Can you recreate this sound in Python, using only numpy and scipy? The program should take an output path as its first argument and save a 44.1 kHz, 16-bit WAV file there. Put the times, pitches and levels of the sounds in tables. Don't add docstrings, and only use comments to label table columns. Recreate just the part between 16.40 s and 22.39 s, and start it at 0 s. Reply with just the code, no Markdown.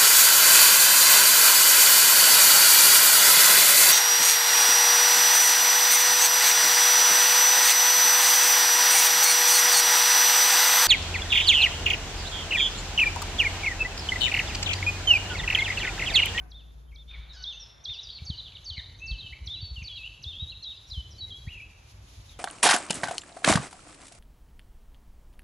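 import sys
import numpy as np
from scipy import signal
from scipy.fft import rfft, irfft
from scipy.io import wavfile

SR = 44100
rng = np.random.default_rng(int(sys.argv[2]) if len(sys.argv) > 2 else 0)


def to_wav(sig):
    pcm = np.clip(np.atleast_2d(sig), -1, 1) * 32767
    pcm = np.round(pcm).astype(np.int16)
    wavfile.write(sys.argv[1], SR, pcm.T)


N = 264114

# t after onset/s, f/Hz
SWOOP_TURNS = [(-.005, 6050), (-.001, 6080), (.022, 3270), (.056, 3660), (.076, 3570), (.122, 2620),
               (.155, 2950)]
STEP_TURNS = [(-.004, 6400), (0, 6450), (.022, 4480), (.043, 4520), (.064, 3150), (.104, 2900)]
# t/s, level at throat resonance/dB, length ratio, final fade/(dB per s of unstretched time)
SWOOPS_SUNG = [(0.106, -37, 0.97, 261), (0.549, -39, 0.91, 480), (1.028, -34, 0.96, 193),
               (1.443, -33.5, 0.98, 235), (3.063, -35, 0.94, 169), (3.829, -37, 0.96, 172),
               (4.234, -41, 0.9, 198)]
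STEPS_SUNG = [(1.852, -35.5, 1.0, 250), (2.245, -35, 1.09, 250), (2.661, -37.5, 1.0, 250),
              (3.429, -38.5, 1.02, 250)]


def songbird(tag_after_s=.126, tag_s=.031, tag_hz=(3750, 4085, 3632), tag_db=-7.5):
    swoops = syllables(SWOOP_TURNS, SWOOPS_SUNG, hold_s=0.092)
    steps = syllables(STEP_TURNS, STEPS_SUNG, hold_s=0.097)
    tag_rows = [(start + tag_after_s, tag_s, *tag_hz, db + tag_db) for start, db, *_ in STEPS_SUNG]
    tags = notes(tag_rows, np.sqrt, blur=0.57, sag_db=-2, attack_s=0.018, release_s=0.0053)
    return perch(swoops + steps + tags)


def syllables(turns, sung, hold_s, attack_s=0.0039, waver=0.0073, throat_hz=3958, throat_q=7.65):
    out, drift = np.zeros(N), wander(110)
    for start, db, stretch, fade_db_per_s in sung:
        t = np.arange(turns[0][0], turns[-1][0], 1 / (SR * stretch))
        hz = turns[0][1]
        for (t0, f0), (t1, f1) in zip(turns, turns[1:]):
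            hz = hz + (f1 - f0) * ease(np.clip((t - t0) / (t1 - t0), 0, 1))
        hz = hz * (1 + waver * np.roll(drift, -int(start * SR))[:len(t)])
        throat = 1 / np.hypot(1, throat_q * (hz / throat_hz - throat_hz / hz))
        edges = signal.windows.tukey(len(t), 2 * attack_s * SR / len(t))
        effort = edges * undb(db - fade_db_per_s * np.maximum(t - hold_s, 0))
        add(out, start + t[0], tone(hz) * throat * effort)
    return out


# delay/s, level/dB
TRUNK_ECHOES = [(.045, -11.5), (.088, -16)]


def perch(song, leaf_s=0.013, leaf_db=-12, leaf_hz=4400, trunk_hz=4300, smear_s=.022):
    out = song.copy()
    treble = signal.sosfilt(signal.butter(6, leaf_hz, "high", fs=SR, output="sos"), song)
    dull = signal.sosfilt(signal.butter(4, trunk_hz, "low", fs=SR, output="sos"), song)
    add(out, leaf_s, undb(leaf_db) * scattered(treble, 1, smear_s))
    for delay, db in TRUNK_ECHOES:
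        add(out, delay, undb(db) * scattered(dull, 0.82, smear_s))
    return out


def notes(rows, bend, blur, sag_db, attack_s, release_s, rasp_depth=0.059, scatter_s=0.043, flutter_db=1):
    direct, shake = np.zeros(N), wander(500)
    for start, length, *pitches, db in rows:
        t = np.arange(-attack_s / 2, length + release_s / 2, 1 / SR)
        u = np.clip(t / length, 0, 1)
        order = len(pitches) - 1
        path = np.polyfit(np.linspace(0, 1, len(pitches)), pitches, order)
        hz = np.polyval(path, bend(u))
        hz = hz * (1 + rasp_depth * blur ** 2 * np.roll(shake, -int(start * SR))[:len(u)])
        edges = np.minimum(t / attack_s, (length - t) / release_s)
        effort = ease(np.clip(edges + .5, 0, 1))
        add(direct, start + t[0], tone(hz) * effort * undb(db - sag_db * u))
    return scattered(direct, blur, scatter_s) * undb(flutter_db * wander(160))


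def straight(u):
    return u


# t/s, length/s, onset f/Hz, held f/Hz, level/dB; the third row is no other bird's whistle but a faint
# held tone near 3.6 kHz that lingers as the birds come back after the dip
WHISTLE_NOTES = [(.003, 0.047, 1500, 1530, -53.5), (.527, 0.036, 2114, 2294, -50.5),
                 (.695, 0.058, 3690, 3607, -52), (2.602, 0.015, 2480, 2570, -54),
                 (2.619, 0.055, 2593, 2667, -41.5), (2.675, 0.125, 2660, 2639, -47.5),
                 (3.135, 0.074, 3800, 3954, -40.5), (3.213, 0.085, 4547, 4450, -45.5),
                 (3.3, 0.081, 4480, 4390, -53.5), (3.361, 0.053, 3245, 2723, -44),
                 (3.497, 0.079, 3450, 3280, -44), (3.567, 0.063, 3220, 2563, -46),
                 (3.996, 0.048, 3590, 3838, -38), (4.118, 0.021, 3240, 2690, -47),
                 (4.226, 0.11, 4294, 3766, -42), (4.514, 0.015, 3960, 4070, -38.5),
                 (4.529, 0.087, 3966, 3020, -43.5), (4.784, 0.038, 4480, 4450, -48.5),
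                 (4.808, 0.047, 4120, 3854, -39), (4.872, 0.03, 2174, 2060, -66.5),
                 (4.905, 0.038, 3520, 3180, -43.5), (4.938, 0.039, 3170, 3340, -45),
                 (5.218, 0.034, 2664, 2568, -49)]


def whistles(settle_share=.2):
    return notes(WHISTLE_NOTES, lambda u: 1 - np.exp(-u / settle_share), blur=0.42, sag_db=3.0,
                 attack_s=0.012, release_s=0.016, rasp_depth=0.019, flutter_db=.5)


# t/s, length/s, start f/Hz, middle f/Hz, end f/Hz, level/dB
SLUR_NOTES = [(.48, 0.022, 3067, 3180, 3180, -59.5), (.513, .018, 2813, 2303, 2140, -54),
              (.896, 0.03, 4200, 3820, 3710, -51), (1.125, 0.037, 6400, 6100, 6360, -59.5),
              (1.198, 0.046, 5670, 5570, 5100, -51.5), (4.36, 0.033, 5170, 4830, 4670, -64),
              (4.466, 0.037, 5520, 5740, 5650, -63.5), (5.074, .041, 1890, 2620, 3060, -49)]


def slurs():
    return notes(SLUR_NOTES, straight, blur=0.71, sag_db=-1.5, attack_s=0.024, release_s=0.014,
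                 rasp_depth=0.03, scatter_s=0.066, flutter_db=-0.5)


# t/s, length/s, start f/Hz, end f/Hz, level/dB
CHIP_NOTES = [(.741, 0.011, 2380, 2140, -44.5), (.755, 0.008, 2280, 1730, -53),
              (.934, 0.012, 4170, 3370, -53), (1.494, 0.011, 1880, 3200, -53.5),
              (1.587, 0.015, 3700, 3980, -39.5), (1.605, 0.019, 5300, 6840, -62),
              (1.671, 0.007, 3900, 3640, -44), (1.692, 0.017, 3190, 4050, -42.5),
              (1.712, 0.016, 4360, 2800, -59), (1.774, 0.016, 4250, 2540, -47),
              (1.791, 0.015, 2250, 2410, -54), (2.058, 0.026, 3590, 2846, -46.5),
              (2.121, 0.0058, 2240, 3120, -52), (2.143, 0.008, 2380, 2150, -58),
              (2.148, 0.025, 4120, 2875, -46.5), (2.823, 0.033, 3240, 3040, -48.5),
              (2.863, 0.015, 3137, 2866, -41), (2.927, 0.015, 1987, 2420, -43.5),
              (3.418, 0.01, 2683, 2290, -42), (3.56, .026, 4350, 3570, -58),
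              (3.632, 0.047, 2593, 3076, -42.5), (4.069, 0.032, 3790, 3870, -44),
              (4.097, .02, 3920, 4200, -43.5), (4.5, 0.015, 5300, 3900, -48)]


def chips():
    return notes(CHIP_NOTES, straight, blur=0.77, sag_db=4.5, attack_s=0.0074, release_s=0.0019,
                 rasp_depth=0.014, flutter_db=3.0)


# t/s, length/s, start f/Hz, end f/Hz, level/dB
TWITTER_NOTES = [(1.535, .03, 5800, 5230, -56), (1.536, .034, 5080, 4320, -50.5),
                 (1.63, .014, 5880, 5660, -51.5), (1.63, 0.031, 5300, 4550, -49),
                 (1.668, .014, 4900, 4400, -53), (1.698, .02, 4850, 4100, -47),
                 (1.722, .022, 4900, 4240, -48.5), (1.749, .028, 4600, 4060, -45),
                 (4.708, .03, 6100, 4680, -54.5)]


def twitters():
    return notes(TWITTER_NOTES, straight, blur=.68, sag_db=2, attack_s=.006, release_s=.006,
                 rasp_depth=.015, scatter_s=.03, flutter_db=1)


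# t/s, length/s, start f/Hz, end f/Hz, level/dB
MURMUR_AND_RASP_NOTES = [(.01, 0.087, 757, 704, -58), (.71, 0.031, 2550, 2340, -55),
                         (2.363, 0.041, 2253, 1848, -48.5), (2.585, 0.027, 6140, 6270, -64.5),
                         (2.585, 0.016, 3730, 4050, -57), (5.885, 0.068, 3830, 3140, -62),
                         (5.9, 0.062, 2286, 2080, -74)]


def murmur_and_rasps():
    return notes(MURMUR_AND_RASP_NOTES, straight, blur=0.76, sag_db=2.5, attack_s=0.014, release_s=0.0061,
                 rasp_depth=0.059, scatter_s=0.02, flutter_db=4.0)


# t/s, length/s, start f/Hz, end f/Hz, warble rate/Hz, final warble depth/Hz, level/dB
WARBLE_NOTES = [(3.933, 0.0588, 3153, 3510, 66, 130, -45.5), (5.113, 0.112, 2897, 2398, 37.83, 180, -48.5)]


def warbles(throb_db=3):
    out = np.zeros(N)
    for start, length, first_hz, last_hz, rate_hz, depth_hz, db in WARBLE_NOTES:
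        t = np.arange(int(length * SR)) / SR
        swing = np.cos(2 * np.pi * rate_hz * t)
        hz = np.linspace(first_hz, last_hz, len(t)) + depth_hz * swing * np.sqrt(t / length)
        level = undb(db - throb_db * swing * t / length)
        add(out, start, tone(hz) * signal.windows.tukey(len(t), .1) * level)
    return scattered(out, blur=0.55, scatter_s=0.03)


# t/s, f/Hz, level/dB
SQUEAL_PATH = [(.922, 900, -70), (.94, 860, -56), (.972, 759, -53.5), (1.03, 742, -52.5), (1.06, 800, -82)]
SQUEAL_HARMONICS_DB = [-16, 2.5, -24, 2.5, 2, 7.5, -2, -3]


def squeal(t, rough=0.03, hoarse=0.26):
    hz, db = curves(SQUEAL_PATH, t)
    hz = hz * (1 + rough * wander(380))
    stack = np.zeros(N)
    for k, harmonic_db in enumerate(SQUEAL_HARMONICS_DB, 1):
        stack += undb(harmonic_db) * tone(k * hz) * (1 + hoarse * wander(810))
    sounding = (t > SQUEAL_PATH[0][0]) * (t < SQUEAL_PATH[-1][0])
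    return scattered(unit(stack) * undb(db) * sounding, blur=0.57, scatter_s=0.021)


def trees(song, near_db=-13, near_t60=0.34, far_db=-10, far_t60=1.0, build_s=0.038, side_db=-21):
    t = np.arange(int(1.5 * SR)) / SR
    tails = []
    for _ in range(2):
        near = rng.standard_normal(len(t)) ** 3 * undb(-60 * t / near_t60) * (t > .008)
        build = 1 - np.exp(-(t / build_s) ** 2)
        far = rng.standard_normal(len(t)) * undb(-60 * t / far_t60) * build
        response = (undb(near_db) * unit(near) + undb(far_db) * unit(far)) / np.sqrt(len(t))
        flicker = undb(1.5 * wander(45))
        tails.append(signal.fftconvolve(song, response)[:N] * flicker)
    return wide(tails[0], undb(side_db) * tails[1])


def scattered(direct, blur, scatter_s):
    share = np.clip(blur, 0, 1) ** 2
    t = np.arange(SR // 8) / SR
    scatter = unit(rng.standard_normal(len(t)) * np.exp(-t / scatter_s)) / np.sqrt(len(t))
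    return np.sqrt(1 - share ** 2) * direct + share * signal.fftconvolve(direct, scatter)[:N]


# f/Hz, level/dB
RUSTLE_SPECTRUM = [(700, -10), (1500, 5), (2300, -6), (3000, 4), (3650, 12), (4200, 3), (4700, -9),
                   (7000, -26.5)]


def rustle(t, db=-54.0, start_s=0.687, swell_s=0.074):
    u = np.maximum(t - start_s, 0) / swell_s
    swell = 2 * u / (1 + u ** 2) * np.exp(-u / 10)
    return noise(RUSTLE_SPECTRUM) * undb(db) * swell


# t/s, f/Hz, swing peak level/dB, hardness/dB
AIR_BUMPS = [(1.824, 88, -35, -11), (1.903, 80, -31, -2.5), (2.313, 82.5, -36.5, -31),
             (2.383, 76.6, -35.5, -9.5), (2.717, 59, -24, -17.5), (2.924, 69, -36.5, -26),
             (3.021, 65, -32, -19), (3.074, 87, -35, -11.5), (3.232, 99, -31.5, -25),
             (3.318, 66.5, -30, -20), (3.382, 69, -32, -18), (3.423, 80, -34, -11), (3.867, 82, -32.5, -26),
             (4.028, 85, -30, -14), (4.525, 69, -38, -16), (4.58, 70.4, -26.5, -16.5),
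             (5.076, 99, -33.5, -6)]


def bumps(swell_cycles=0.55, sag=0.21, knock_hz=135, knock_s=0.0055, tick_db=-14):
    out, t = np.zeros(N), np.arange(SR // 5) / SR
    for when, hz, db, hard_db in AIR_BUMPS:
        swell_s = swell_cycles / hz
        u, lead_s = t / swell_s, 1.65 * swell_s
        envelope = (u * np.exp(1 - u / 2) / 2) ** 2
        sinking_hz = hz * (1 + sag * (2 * np.exp(-u / 2) - 1))
        swing = envelope * tone(sinking_hz) / np.sqrt(2)
        late = t - lead_s
        phase = 2 * np.pi * knock_hz * late
        knock = np.sin(phase) + undb(tick_db + hard_db) * np.sin(2 * phase)
        knock *= 2 * np.minimum(u, 1) ** 2 * np.exp(-(late / knock_s) ** 2)
        add(out, when - lead_s, undb(db) * (swing + undb(hard_db) * knock))
    return out


# t/s, level before trim and gusts/dB
WIND_LEVEL = [(0.9, -59), (1.37, -58.5), (1.83, -51), (2.33, -54), (2.49, -49), (3.28, -50), (3.65, -54.5),
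              (3.98, -48.5), (4.33, -57), (4.76, -47), (5.28, -52), (5.99, -50)]
# f/Hz, level/dB
WIND_SPECTRUM = [(18, -35), (30, -14.5), (50, 5.5), (65, 2), (100, 1.5), (150, -11.5), (210, -19),
                 (400, -23.5), (800, -36.5)]


def wind(t, trim_db=1, gust_db=2):
    db, = curves(WIND_LEVEL, t)
    takeover_db = np.interp(t, [.9, 1.5], [-8, 0])
    return noise(WIND_SPECTRUM) * undb(db + trim_db + gust_db * wander(23.0) + takeover_db)


# t/s, level before flutter/dB
DRONE_LEVEL = [(0, -43), (.42, -47.5), (.6, -47.5), (.85, -45), (1.5, -61.5), (1.9, -89)]


def drone(t, hz=56.7, waver=0.038, upper_hz=146, upper_db=-19, left_db=1.5):
    db, = curves(DRONE_LEVEL, t)
    hum = tone(hz * (1 + waver * wander(9.2)))
    upper = undb(upper_db) * tone(upper_hz * (1 + waver * wander(29)))
    balance = undb(np.array([[left_db], [-left_db]]) / 2)
    return (hum + upper) * undb(db + 3.06 * wander(25)) * balance


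# f/Hz, level/dB
COOP_SPECTRUM = [(60, 1), (140, 14.5), (250, 5.5), (500, 2), (800, -2), (1400, -5.5), (2500, -15),
                 (7000, -48), (11300, -12.5), (15500, -46)]
# t/s, mid level/dB
COOP_LEVEL = [(0, -56), (.12, -65), (.3, -64), (.9, -66.5), (1.4, -70), (1.9, -101)]


def coop(t, side_db=2):
    db, = curves(COOP_LEVEL, t)
    return wide(noise(COOP_SPECTRUM), undb(side_db) * noise(COOP_SPECTRUM)) * undb(db)


# t/s, level before trim/dB
AIR_LEVEL = [(0, -66.5), (.65, -100), (.74, -69), (1.4, -67.5), (3.8, -71), (5.99, -68)]
# f/Hz, level/dB
AIR_SPECTRUM = [(80, -29), (200, -44), (350, 0), (550, 2.5), (900, 4.5), (1400, 0.5), (2500, -1.5),
                (5000, -39), (9000, -57)]


def air(t, trim_db=3, side_db=-1):
    db, = curves(AIR_LEVEL, t)
    return wide(noise(AIR_SPECTRUM), undb(side_db) * noise(AIR_SPECTRUM)) * undb(db + trim_db)


# t/s, mid level before flicker/dB
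LEAF_LEVEL = [(0, -75.5), (1.3, -74.5), (2, -69), (5.3, -64.5), (5.99, -61.5)]
# f/Hz, level/dB
LEAF_MID_SPECTRUM = [(1200, -30), (2500, -2), (3600, 1), (5200, -3.5), (6800, -1.5), (8300, -20.5),
                     (11300, -6), (13000, -32.5), (15500, -19)]
LEAF_SIDE_SPECTRUM = [(1200, -23), (2500, 2.5), (5200, 5), (7600, -0.5), (8800, 4), (10000, -9),
                      (12000, -18), (15000, -11)]


def leaves(t, side_db=-1, flicker_db=2.15):
    db, = curves(LEAF_LEVEL, t)
    hiss = wide(noise(LEAF_MID_SPECTRUM), undb(side_db) * noise(LEAF_SIDE_SPECTRUM))
    return hiss * undb(db + flicker_db * wander(12.0))


def undb(db):
    return 10 ** (np.asarray(db) / 20)


def unit(x):
    return x / np.sqrt(np.mean(x ** 2))


def ease(u):
    return (1 - np.cos(np.pi * u)) / 2


def curves(rows, t):
    s, *columns = np.transpose(rows)
    return [np.interp(t, s, c) for c in columns]


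def add(track, start, sound):
    i = max(int(start * SR), 0)
    track[i:i + len(sound)] += sound[:max(N - i, 0)]


def wander(rate_hz):
    f = np.arange(N // 2 + 1) * SR / N
    return unit(irfft(rfft(rng.standard_normal(N)) * np.exp(-.5 * (f / rate_hz) ** 2), N))


def noise(colour):
    hz, db = np.transpose(colour)
    f = np.arange(1, N // 2 + 2) * SR / N
    shape = undb(np.interp(np.log(f), np.log(hz), db, left=-90, right=-90))
    return unit(irfft(rfft(rng.standard_normal(N)) * shape, N))


def tone(hz):
    return np.sqrt(2) * np.sin(2 * np.pi * np.cumsum(hz) / SR)


def wide(mid, side):
    return mid + np.array([side, -side])


# t/s, level/dB
BIRD_GAIN = [(.625, -9), (.645, -28), (.668, -21), (.685, 2.5)]


def scene():
    t = np.arange(N) / SR
    other_birds = whistles() + slurs() + chips() + twitters() + murmur_and_rasps() + warbles() + squeal(t)
    song = songbird() + other_birds
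    gain_db, = curves(BIRD_GAIN, t)
    birds = (song + trees(song)) * undb(gain_db)
    background = wind(t) + drone(t) + coop(t) + air(t) + leaves(t)
    return birds + rustle(t) + bumps() + background


def record(dry, low_hz=28, top_hz=15700):
    thinned = signal.sosfilt(signal.butter(2, low_hz, "high", fs=SR, output="sos"), dry)
    return signal.sosfilt(signal.ellip(8, .2, 70, top_hz, fs=SR, output="sos"), thinned)


dry = scene()
out = record(dry)
to_wav(out)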